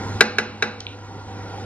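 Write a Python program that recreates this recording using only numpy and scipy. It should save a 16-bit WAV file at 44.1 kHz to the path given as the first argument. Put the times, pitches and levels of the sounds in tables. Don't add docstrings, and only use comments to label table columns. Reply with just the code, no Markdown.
import sys
import numpy as np
from scipy import signal
from scipy.fft import rfft, irfft, next_fast_len
from scipy.io import wavfile
from scipy.ndimage import uniform_filter1d

SR = 44100
rng = np.random.default_rng(int(sys.argv[2]) if len(sys.argv) > 2 else 0)


def wav_record(signal):
    frames = np.transpose(np.atleast_2d(signal))
    bounded = np.clip(frames, -1, 1)
    quanta = np.round(bounded * 32767).astype(np.int16)
    wavfile.write(sys.argv[1], SR, quanta)


def nominal_scale(level):
    x = np.asarray(level, float) / 20
    return 10 ** x


N = 72765


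def evened(x):
    return x / np.sqrt(np.mean(x ** 2) + 1e-20)


def read(points, hz):
    f, value = np.transpose(points)
    return np.interp(np.log(hz + 1), np.log(f + 1), value)


def add(mix, s, sound):
    part = mix[round(s * SR):][:len(sound)]
    part += sound[:len(part)]


def hum():
    hum_hz, hum_db, wobble_db = 100.4, -32, 1.3
    t = np.arange(N) / SR
    wavers = [np.sin(2 * np.pi * (f * t + rng.random())) / np.sqrt(f) for f in np.geomspace(4, 24, 12)]
    level_db = hum_db + wobble_db * evened(sum(wavers))
    return nominal_scale(level_db) * np.sqrt(2) * np.sin(2 * np.pi * hum_hz * t)


def fan():
    # (f/Hz, level/dB per Hz)
    rush = [(25, -9), (70, -9), (250, -1), (500, -10), (1100, -17.5), (2200, -19.5), (6000, -24.5),
            (14000, -45.5)]
    # (f/Hz, width/Hz, level/dB)
    resonances = [(78, 20.6, 2), (204, 15, -46), (223, 8.3, -11.5), (304, 8.5, -9), (394, 25, -5),
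                  (495, 33.5, -0.5), (779, 47, 1.5), (951, 115, -4.5), (1408, 97, -7.5), (1914, 89, -16.5)]
    rush_db, resonance_db, patch_db = -34.5, -37, 1.76
    frames, hz = N // 512 + 5, np.fft.rfftfreq(2048, 1 / SR)
    a, b, c, d, patches = rng.standard_normal((frames, 1025, 5)).T
    patches = uniform_filter1d(patches, size=16, axis=0)
    patches = evened(uniform_filter1d(patches, size=6, axis=1))
    peaks = sum(nominal_scale(db) / (1 + (2 * (hz - f) / width) ** 2) for f, width, db in resonances)
    shape = nominal_scale(rush_db) * evened(nominal_scale(read(rush, hz))) + nominal_scale(resonance_db) * evened(peaks)
    noise = np.array([a + 1j * b, c + 1j * d]) * nominal_scale(patch_db * patches)
    unit = np.std(signal.istft(noise, nperseg=2048, noverlap=1536)[1])
    air = signal.istft(noise * shape[:, None], nperseg=2048, noverlap=1536)[1]
    return air[:, :N] / unit


def room(x, cut_s):
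    # (f/Hz, time to fall 60 dB/s)
    decay = [(200, 0.44), (500, 0.53), (1500, 0.46), (4000, 0.54), (8000, .2), (12000, 0.17)]
    start_s = 0.0012
    taps = np.zeros((2, SR))
    at = np.arange(0, SR - 20, 20) + rng.integers(0, 20, (2, SR // 20 - 1))
    np.put_along_axis(taps, at, rng.choice([-1., 1.], at.shape), 1)
    hz, t, z = signal.stft(taps, SR, nperseg=256)
    fall = nominal_scale(-60 * t / read(decay, hz)[:, None])
    tail = signal.istft(z * fall, SR, nperseg=256)[1]
    t = np.arange(tail.shape[1]) / SR
    tail = tail * np.clip(t / start_s - 1, 0, 1)
    tail = tail / np.linalg.norm(tail[0]) * np.clip((cut_s - t) / .01, 0, 1)
    return signal.fftconvolve(x[None], tail, axes=1)[:, :N]


def drops():
    # (t/s, level/dB, length/s, echo level/dB, echo length/s)
    ticks = [
        (.8041, -11.5, 0.0019, -10, 0.057),
        (.8043, -24.5, 0.00087, -20, 0.016),
        (.8670, -4.5, 0.00026, -8.5, 0.09),
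    ]
    # (lowest f/Hz, highest f/Hz)
    bands = [(3000, 6270), (6270, 10600), (2330, 4020)]
    out, t = np.zeros((2, N)), np.arange(600) / SR
    for (s, db, length, echo_db, echo_s), band in zip(ticks, bands):
        puff = rng.standard_normal(len(t)) * np.exp(-t / length)
        puff = signal.sosfilt(signal.butter(6, band, "bandpass", fs=SR, output="sos"), puff)
        near = np.zeros(N)
        add(near, s, nominal_scale(db) * puff / abs(puff).max())
        out += near + nominal_scale(echo_db) * room(near, echo_s)
    return out


def ring(modes, shorten=1):
    t = np.arange(SR // 2) / SR
    return sum(nominal_scale(db - 60 * t / (t60 * shorten)) * np.sin(2 * np.pi * hz * t) for hz, db, t60 in modes)


def scatter(x):
    return signal.fftconvolve(x, evened(rng.standard_normal(128)) / np.sqrt(128))[:len(x)]


def knocks():
    # (t/s, strength/dB, low thud/dB, brightness/dB)
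    hits = [
        (0.2074, 3, -5, 6.5),
        (0.3839, -0.5, -5.5, 5),
        (0.6237, -0.5, -6, 0.5),
    ]
    # (delay/s, level/dB)
    chatter = [
        (0, 3),
        (.0066, -16),
        (0.0126, -12.5),
    ]
    # (f/Hz, level/dB, time to fall 60 dB/s)
    bright = [(1474, -32, 0.014), (1484, 3.5, 0.029), (1587, 2.5, 0.026), (1620, 7, 0.017),
              (2004, -14.5, 0.12), (2295, 8.5, 0.016), (2473, -6, 0.034), (2647, -2, 0.034),
              (3346, -17.5, 0.045), (3846, 2.5, 0.026), (4175, -1, 0.017), (4895, -7.5, 0.017),
              (5330, -11, 0.034), (6150, -1.5, 0.01)]
    # (f/Hz, level/dB, time to fall 60 dB/s)
    hollow = [(438, 3.5, 0.041), (630, -3, 0.038), (757, -3.5, 0.048), (880, -14.5, 0.09),
              (1190, -8.5, 0.017)]
    # (f/Hz, level/dB, time to fall 60 dB/s)
    air = [(216.9, -5, 0.44), (309.3, -11, 0.25), (371, -21, 0.27), (448, -14.5, 0.19), (459, -19, 0.36),
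           (494.5, -10.5, 0.24), (831, -8.5, 0.17)]
    knock_db, body_db, luck_db = -9, 6.5, 1.63
    crack_db, crack_s, crack_hz = 4, 0.0017, 6480
    body_rise_s, air_rise_s = .0028, 0.019
    air_wet_db, room_db = 3.5, -4
    blur = 0.34
    out, far, t = np.zeros((2, N)), np.zeros(N), np.arange(SR // 2) / SR
    swell = ring(air) * (1 - np.exp(-t / air_rise_s))
    for s, db, thud_db, bright_db in hits:
        blow = np.zeros(1000)
        for delay, step_db in chatter:
            add(blow, delay, nominal_scale(step_db + body_db) * np.ones(1))
        bowl = [(hz, mode_db + luck_db * rng.standard_normal(), t60) for hz, mode_db, t60 in bright]
        body = (ring(bowl) + nominal_scale(thud_db) * ring(hollow)) * (1 - np.exp(-t / body_rise_s))
        body = signal.fftconvolve(blow, body)[:len(t)]
        burst = (t / crack_s) * np.exp(-t / crack_s)
        crack = nominal_scale(crack_db + bright_db) * rng.standard_normal(len(t)) * burst
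        crack = signal.lfilter(*signal.butter(2, [800, crack_hz], "bandpass", fs=SR), crack)
        near = nominal_scale(db + knock_db) * (body + crack + 0.82 * swell)
        add(out[0], s, near)
        add(out[1], s, scatter(near))
        blurred = ring(bright, blur) + nominal_scale(thud_db) * ring(hollow, blur)
        add(far, s, nominal_scale(db + knock_db) * (blurred + crack + nominal_scale(air_wet_db) * swell))
    out = out + nominal_scale(room_db) * room(far, 0.94)
    return signal.sosfilt(signal.butter(3, 130, "highpass", fs=SR, output="sos"), out)


def ports(field, lag_share=1, same_share=1):
    # (f/Hz, likeness 0-1)
    likeness = [(100, .99), (600, 0.99), (1500, 0.87), (4000, 1), (7000, 1), (12000, 0.93)]
    # (f/Hz, phase/radians)
    lead = [(200, .1), (1600, 0.61), (2400, 1.42), (3600, 1.91), (5000, 2.124), (7000, 2.656),
            (16000, 2.44)]
    left_db = -0.85
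    size = next_fast_len(N + 4096)
    hz, (a, b) = np.fft.rfftfreq(size, 1 / SR), rfft(field, size, axis=1)
    same = np.clip(read(likeness, hz), 0, 1) ** (1 / same_share)
    turn = np.exp(.5j * lag_share * read(lead, hz))
    own = np.sqrt((1 + same) / 2) * a
    other = 1j * np.sqrt((1 - same) / 2) * b
    both = np.array([nominal_scale(left_db) * (own + other) * turn, (own - other) / turn])
    return irfft(both, size, axis=1)[:, :N]


def scene():
    background = ports(fan() + hum())
    return background + ports(knocks() + drops(), lag_share=0.87, same_share=0.4)


def gate_mid(x):
    # (f/Hz, level/dB)
    threshold = [(5800, -100), (6800, -83.5), (9000, -87.5), (12500, -101), (15000, -100)]
    from_hz, luck_db = 5800, 3
    mask_share, mask_from_db = 0.98, -66
    mid, side = (x[0] + x[1]) / 2, (x[0] - x[1]) / 2
    hz, t, z = signal.stft(mid, SR, nperseg=1024, noverlap=512)
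    band = np.minimum(np.arange(len(hz)) // 10 * 10 + 5, len(hz) - 1)
    power = uniform_filter1d(abs(z) ** 2, size=10, axis=0)[band]
    luck = rng.standard_normal((len(t), len(hz)))
    luck = np.repeat(luck, 3, axis=0)[:len(t)].T[band]
    frame_db = 10 * np.log10((abs(z[40:140]) ** 2).mean(0) + 1e-14)
    lift_db = np.clip(mask_share * (np.roll(frame_db, 1) - mask_from_db), 0, 20)
    gate_db = read(threshold, hz)[:, None] + luck_db * luck + lift_db
    heard = (power > nominal_scale(2 * gate_db)) | (hz[:, None] < from_hz)
    mid = signal.istft(z * heard, SR, nperseg=1024, noverlap=512)[1][:N]
    return np.array([mid + side, mid - side])


def band_limit(x):
    return signal.sosfilt(signal.butter(12, 18130, fs=SR, output="sos"), x)


def record(dry):
    # (t/s, gain/dB)
    gain = [(0, 2), (0.208, 0.5), (0.233, -10), (.3, -9.5), (0.387, -8), (.41, -12), (0.622, -7.5),
            (0.651, -11.5), (.8, -10), (.95, -8.5), (1.15, -7), (1.452, -4), (1.65, -2.5)]
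    low_cut_hz, top_hz, clip_level = 30.7, 13000, 1.5
    cut = signal.sosfilt(signal.butter(1, low_cut_hz, "highpass", fs=SR, output="sos"), dry)
    loud = cut * nominal_scale(np.interp(np.arange(N) / SR, *np.transpose(gain)))
    clipped = clip_level * np.tanh(loud / clip_level)
    clipped = signal.sosfilt(signal.butter(5, top_hz, fs=SR, output="sos"), clipped)
    mix = np.clip(gate_mid(clipped), -1, 1)
    return band_limit(mix)


dry = scene()
out = record(dry)
wav_record(out)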